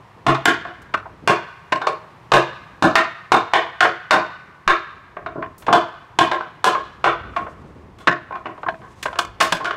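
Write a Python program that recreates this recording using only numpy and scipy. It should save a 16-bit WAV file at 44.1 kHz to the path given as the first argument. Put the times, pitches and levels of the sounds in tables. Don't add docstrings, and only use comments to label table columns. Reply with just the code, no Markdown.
import sys
import numpy as np
from scipy import signal
from scipy.fft import rfft, irfft
from scipy.io import wavfile
from scipy.ndimage import uniform_filter1d

SR = 44100
rng = np.random.default_rng(int(sys.argv[2]) if len(sys.argv) > 2 else 0)


def boost_factor(decibels):
    exponent = np.asarray(decibels, float) / 20
    return 10 ** exponent


def to_wav(s):
    ch = np.atleast_2d(s).T
    pcm = np.round(np.clip(ch, -1, 1) * 32767)
    wavfile.write(sys.argv[1], SR, pcm.astype(np.int16))


N = 430416
LONG = 1 << 14


def rms_one(x):
    return x / np.sqrt(np.mean(x ** 2) + 1e-20)


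def at_hz(points, hz):
    point_hz, point_db = np.transpose(points)
    return np.interp(np.log(hz + 1), np.log(point_hz), point_db)


def band(x, low_hz, high_hz):
    edges_hz = [low_hz, min(high_hz, 0.45 * SR)]
    return signal.sosfilt(signal.butter(2, edges_hz, "band", fs=SR, output="sos"), x)


def drift(rate_hz, size):
    steps = rng.standard_normal(int(size * rate_hz / SR) + 2)
    return np.interp(np.arange(size) * rate_hz / SR, np.arange(len(steps)), steps)


def rings(modes, stretch):
    hz, db, t60_s = np.transpose(modes)[:, :, None]
    turn = 2 * np.pi * hz * stretch / SR
    r = boost_factor(-60 / (t60_s * SR))
    z = np.exp(-2j * np.pi * np.arange(LONG // 2 + 1) / LONG)
    return boost_factor(db) * np.sin(turn) * z / (1 - 2 * r * np.cos(turn) * z + (r * z) ** 2)


def placed(shape, times_s, levels_db):
    clicks = np.zeros(N)
    clicks[[round(s * SR) for s in times_s]] = boost_factor(levels_db)
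    return signal.fftconvolve(clicks, shape)[:N]


# (frequency [Hz], relative level [dB])
STREET_SPECTRUM = [(15, -36), (25, -28), (114, 11), (190, 5.5), (256, -13.5), (354, -1.5), (531, -4.5),
                   (1070, 3.5), (1520, -9), (1740, -5.5), (3500, -17.5), (7710, -30), (14000, -39),
                   (16000, -43)]
STREET_DB = -50


def street():
    hz = np.arange(N // 2 + 1) * SR / N
    noise = irfft(rfft(rng.standard_normal(N)) * boost_factor(at_hz(STREET_SPECTRUM, hz)), N)
    return boost_factor(STREET_DB + 1.9 * drift(1, N)) * rms_one(noise)


# (time [s], level [dB])
WIND_LEVELS = [(0.0, -55.5), (0.32, -51.5), (1.25, -46), (1.44, -57.5), (2.96, -53.5), (3.12, -63),
               (3.42, -70), (5.06, -52), (5.27, -45), (5.84, -57.5), (7.01, -48), (7.23, -38.5),
               (8.32, -50.5), (9.76, -48)]
DEEP_DB, GUST_DB = -6, -2
DEEP_LUMPS_DB, GUST_LUMPS_DB = 4.6, 4.5


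def wind():
    level_db = np.interp(np.arange(N) / SR, *np.transpose(WIND_LEVELS))
    white = rng.standard_normal((2, N))
    deep = boost_factor(DEEP_DB + DEEP_LUMPS_DB * drift(3.2, N)) * rms_one(band(white[0], 45, 110))
    gusts = boost_factor(GUST_DB + GUST_LUMPS_DB * drift(34, N)) * rms_one(band(white[1], 60, 420))
    return boost_factor(level_db) * (deep + gusts)


SPRAY_T60_S = 0.041
RATTLES, RATTLE_DB, RATTLE_S, RATTLE_T60_S = 6, -12, 0.07, 0.024


def contact_force(rise_s):
    t = np.arange(4096) / SR
    force = np.minimum(t / rise_s, 1) * boost_factor(-60 * t / SPRAY_T60_S)
    when, size = rng.random((2, RATTLES, 1))
    late = t - RATTLE_S * when
    rattle_db = RATTLE_DB - 10 * size - 17.7 * when - 60 * np.abs(late) / RATTLE_T60_S
    rattle = boost_factor(rattle_db) * (late > 0)
    grains = rng.standard_normal(len(t)) * boost_factor(3.62 * rng.standard_normal(len(t)))
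    return (force + rattle.sum(axis=0)) * grains


# (frequency [Hz], relative level [dB], t60 [s])
WOOD_MODES = [(336.5, -7, 0.1), (408, -4.5, 0.033), (554, -12, 0.017), (653, -3.5, 0.067), (720, -9, 0.096),
              (840, -37, 0.032), (990, -11.5, 0.091), (1071, -3.5, 0.078), (1130, -1, 0.02),
              (1253, 2.5, 0.012), (1430, 0, 0.019), (1550, 1.5, 0.036), (1745, -2, 0.027),
              (1856, -21, 0.059), (2154, -12, 0.041), (2430, -9.5, 0.069), (2921, -2.5, 0.023),
              (3580, -3.5, 0.028), (4226, -8, 0.021)]
WOOD_DB, MODE_SPREAD_DB, SLAT_SPREAD = -30.5, 3.5, 0.01
FAVOUR_DB, FAVOUR_OCTAVES = 9, 0.095


def struck_wood(spot_hz):
    chance = rng.standard_normal((3, len(WOOD_MODES)))
    away_octaves = np.log2(np.array(WOOD_MODES)[:, 0] / spot_hz)
    favour = np.exp(-(away_octaves / FAVOUR_OCTAVES) ** 2)
    strengths_db = WOOD_DB + FAVOUR_DB * favour + MODE_SPREAD_DB * chance[0]
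    strengths = boost_factor(strengths_db) * np.sign(chance[1])
    return strengths @ rings(WOOD_MODES, 1 + SLAT_SPREAD * chance[2, :, None])


# (frequency [Hz], relative level [dB per Hz])
CRACK_SPECTRUM = [(35, -44), (60, -16.5), (469, -1), (1090, 6), (1380, -1.5), (2840, -8), (3120, -9.5),
                  (4200, -15), (7750, -29), (14600, -54.5), (16000, -53.5)]
CRACK_DB = 5


def knock(bass_db, tilt_db, spot_hz, rise_s):
    hz = np.arange(LONG // 2 + 1) * SR / LONG
    crack = boost_factor(CRACK_DB + at_hz(CRACK_SPECTRUM, hz))
    low = 1 / (1 + (hz / 450) ** 4)
    octaves = np.log2(1 + (hz / 1800) ** 2) / 2
    small = hz ** 2 / (hz ** 2 + 70 ** 2)
    soft = 1 / (1 + (hz / 2500) ** 2)
    lag = np.exp(-2j * np.pi * hz / SR * 64)
    hit = rfft(contact_force(rise_s), LONG)
    hit = hit / uniform_filter1d(np.abs(hit), size=40)
    colour = small * lag * boost_factor(bass_db * low + tilt_db * octaves)
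    sound = irfft(hit * (crack + soft * struck_wood(spot_hz)) * colour)
    fade = np.interp(np.arange(LONG), [36, 64, LONG - 2048, LONG - 1024], [0, 1, 1, 0]) ** 2
    sound = sound * fade
    return sound / np.sqrt(np.mean(sound[64:700] ** 2))


# (time [s], level at microphone [dB], bass [dB], treble tilt [dB per octave],
# favoured pitch [Hz])
HAMMER_BLOWS = [(0.2654, -14, 0, 3.5, 620), (0.4562, -5, -4, 4.5, 1470), (1.2755, -7.5, -4, 4.5, 1040),
                (2.3181, -10.5, -6, 1.2, 900), (2.824, -13, 0.5, 4.5, 720), (2.955, -3, -12.5, 0.7, 1740),
                (3.3189, -7.5, -3.5, 4, 1310), (3.5357, -9, -9.5, -0.1, 940), (3.8058, -10, -7.5, 2.5, 692),
                (4.1083, -10, -10.5, 3, 990), (4.6773, -6.5, -7.5, 0.3, 940), (5.7271, -7, -5, 2.9, 658),
                (6.1881, -6, -6.5, 4, 915), (6.643, -7, 0.5, 8, 1010), (7.0416, -13, -8, -1, 990)]
# (time [s], level [dB], treble tilt [dB per octave],
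# echo above the knock [dB], favoured pitch [Hz])
SLAT_CLATTER = [(0.2995, -17, -14, -6, 1080), (0.3456, -22, 0, -2, 1130), (0.6496, -28, -12, 4, 720),
                (0.818, -54.5, 17, -8, 990), (0.939, -14.5, -2.5, -8, 1150), (1.056, -33, -26, -18, 1000),
                (1.3042, -20.5, 4, -21, 1120), (1.7212, -13, 0, -2.5, 1040), (1.8153, -23, -3, 4, 1050),
                (1.8685, -13, 0.5, 1, 1010), (2.0385, -43.5, -40, 0, 1010), (2.3356, -12, 4.5, 10, 910),
                (3.3454, -9.5, -8, -2.5, 1240), (3.6623, -32, -6, -3, 990), (3.851, -14, -4, -2.5, 1560),
                (4.1378, -13.5, -6, 5.5, 960), (5.1671, -28, -19, 0, 870), (5.2611, -24.5, -10, 0, 650),
                (5.3565, -28, -42, 8.5, 1010), (5.424, -24.5, -14, -7.5, 1070), (5.58, -42, 25, 10.5, 1050),
                (5.6216, -42.5, 6, -2, 1010), (5.665, -27.5, 2, 7.5, 990), (5.6816, -12.5, -15, 4, 1070),
                (6.3139, -16.5, -2.5, 3.5, 1070), (6.407, -25, -7, 1, 1550),
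                (6.7478, -16.5, -11, 0.5, 1070), (7.3628, -17, -4, 1, 1060), (7.4656, -30.5, -20, -6, 940),
                (7.985, -48.5, 11, 15.5, 1090), (8.0722, -7.5, -2.5, -3.5, 1720),
                (8.3074, -29.5, -19, -5, 1070), (8.3222, -28.5, -8, 6, 1080),
                (8.3531, -29.5, -5.5, -1, 700), (8.456, -26.5, -8.5, 1, 610),
                (8.4665, -30.5, -8, 4.5, 1050), (8.5775, -37, -13, -6, 1020),
                (8.6299, -27.5, -11, -25, 1550), (8.6625, -22.5, -27, -29, 1020),
                (8.6845, -17, -12, -30, 1500), (8.7382, -36.5, -30, -14, 637),
                (8.8153, -43.5, -7, 11.5, 1040), (9.0269, -27.5, 12.5, -15, 1710),
                (9.0555, -18.5, -3.5, -6, 1530), (9.1285, -30.5, -1.5, -7, 1020),
                (9.155, -31.5, -2, 5, 1030), (9.1876, -13.5, 7.5, -5.5, 986), (9.4025, -16, 7.5, 4, 1150),
                (9.4096, -8.5, 6.5, -3.5, 1520), (9.4219, -22, 12, 7, 1430), (9.5223, -13.5, 8, -1.5, 630),
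                (9.6022, -27, -12, 5.5, 1100), (9.644, -24.5, 3, 5, 720), (9.6539, -21.5, 1.5, 5, 1460),
                (9.7077, -20.5, -3.5, 3.5, 1080)]
BLOW_ECHO_DB = -1.5
SLAT_BASS_DB = -8
BLOW_RISE_S, SLAT_RISE_S = 0.001, 0.0028


def knocks():
    near, sent = np.zeros((2, N + LONG))
    rows = [(s, db, bass_db, tilt_db, BLOW_ECHO_DB - db, spot_hz, BLOW_RISE_S)
            for s, db, bass_db, tilt_db, spot_hz in HAMMER_BLOWS]
    rows += [(s, db, SLAT_BASS_DB, tilt_db, echo_db, spot_hz, SLAT_RISE_S)
             for s, db, tilt_db, echo_db, spot_hz in SLAT_CLATTER]
    for s, level_db, bass_db, tilt_db, echo_db, spot_hz, rise_s in rows:
        sound = boost_factor(level_db) * knock(bass_db, tilt_db, spot_hz, rise_s)
        i = round(s * SR) - 70
        near[i:i + LONG] += sound
        sent[i:i + LONG] += boost_factor(echo_db) * sound
    return near[:N], sent[:N]


# (time [s], boom [dB], thud [dB], air puff [dB])
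HEAVY_BOOMS = [(0.268, -16.5, -49, -42), (2.319, -21, -25, -41), (4.668, -46, -24, -32.5),
               (7.042, -38, -31, -55), (8.071, -32.5, -18, -55), (9.52, -42, -21.5, -55)]
USUAL_BOOM_DB, USUAL_THUD_DB, USUAL_PUFF_DB = -44.5, -34, -67
BOOM_HZ, BOOM_T60_S = 134.3, 0.36
THUD_HZ, THUD_T60_S = 173.4, 0.11
BOOM_RISE_S, PUFF_S = 0.018, 0.011


def frame():
    t = np.arange(LONG) / SR
    usual = [(s, USUAL_BOOM_DB, USUAL_THUD_DB, USUAL_PUFF_DB) for s, *_ in HAMMER_BLOWS]
    times_s, boom_db, thud_db, puff_db = np.transpose(usual + list(HEAVY_BOOMS))
    modes = [(BOOM_HZ, 0, BOOM_T60_S), (THUD_HZ, 0, THUD_T60_S)]
    boom, thud = 2 * (1 - np.exp(-t / BOOM_RISE_S)) * irfft(rings(modes, stretch=1))
    puff = (1 - t / PUFF_S) * t / PUFF_S * np.exp(2 - t / PUFF_S)
    return placed(boom, times_s, boom_db) + placed(thud, times_s, thud_db) + placed(puff, times_s, puff_db)


# (centre [Hz], near walls relative level [dB], near t60 [s],
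# far street relative level [dB], far t60 [s])
WALL_BANDS = [(89.5, 2, 0.33, -28, 1.2), (172, 7, 0.27, -46, 1), (410, 0.5, 0.31, -37, 0.64),
              (762, -1, 0.26, -30, 0.86), (1590, -2.5, 0.28, -27.5, 1.53), (3110, -7.5, 0.14, -17.5, 0.66),
              (5330, -8, 0.27, -43, 1.7), (10400, 0.5, 0.13, -38, 0.81)]
ECHO_DB, FIRST_ECHO_S, SWELL_S, LUMPY_DB = -31.5, 0.0059, 0.013, 2


def yard(x):
    t = np.arange(int(1.2 * SR)) / SR
    swell = np.clip((t - FIRST_ECHO_S) / SWELL_S, 0, 1) * boost_factor(LUMPY_DB * drift(114, len(t)))
    echoes = 0
    for hz, near_db, near_t60_s, far_db, far_t60_s in WALL_BANDS:
        dying = boost_factor(near_db - 60 * t / near_t60_s) + boost_factor(far_db - 60 * t / far_t60_s)
        noise = band(rng.standard_normal(len(t)), hz / np.sqrt(2), hz * np.sqrt(2))
        echoes = echoes + dying * noise
    return boost_factor(ECHO_DB) * signal.fftconvolve(x, swell * echoes)[:N]


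# (frequency [Hz], relative level [dB], t60 [s])
STEEL_MODES = [(7400, -3, 0.065), (10070, -6.5, 0.063), (13400, -12, .04), (14100, -11, .06)]
# (time [s], level [dB])
STEEL_SINGS = [(0.4543, -21), (1.2784, -45), (2.336, -39.5), (2.9558, -24)]


def steel():
    ring = irfft(rings(STEEL_MODES, stretch=1).sum(axis=0))
    return placed(ring, *np.transpose(STEEL_SINGS))


# (loudest time [s], level [dB], rise [dB per s], fall [dB per s])
RUBS = [(7.374, -63.5, 198, 28), (8.65, -66, 43, 18), (9.036, -47.5, 297, 158)]


def rustle():
    t = np.arange(N) / SR
    gain = sum(boost_factor(db - np.maximum(rise * (s - t), fall * (t - s))) for s, db, rise, fall in RUBS)
    clumps_db = 4 * rng.standard_normal(N) + 4 * drift(40, N)
    grains = rng.standard_normal(N) * boost_factor(clumps_db)
    return gain * rms_one(band(grains, 2300, 7900))


def scene():
    near, sent = knocks()
    ring = steel()
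    echoes = yard(sent + boost_factor(-2) * ring)
    return (street() + wind() + near + frame() + echoes + ring + rustle())[None]


def band_limit(x):
    return signal.sosfilt(signal.butter(12, 16470, fs=SR, output="sos"), x)


CEILING_DB, RELEASE_DB_PER_S, TOP_CUT_HZ = -1.5, 328, 16000


def record(dry):
    slope_db = RELEASE_DB_PER_S * np.arange(N) / SR
    over_db = np.maximum(20 * np.log10(np.abs(dry) + 1e-9) - CEILING_DB, 0)
    held_db = np.maximum.accumulate(over_db + slope_db, axis=1) - slope_db
    held_db = signal.lfilter([0.05], [1, -0.95], held_db)
    limited = np.clip(dry * boost_factor(-held_db), -0.98, 0.98)
    top_cut = signal.cheby2(16, 40, TOP_CUT_HZ, fs=SR, output="sos")
    mix = signal.sosfilt(top_cut, limited)
    return band_limit(mix)


dry = scene()
out = record(dry)
to_wav(out)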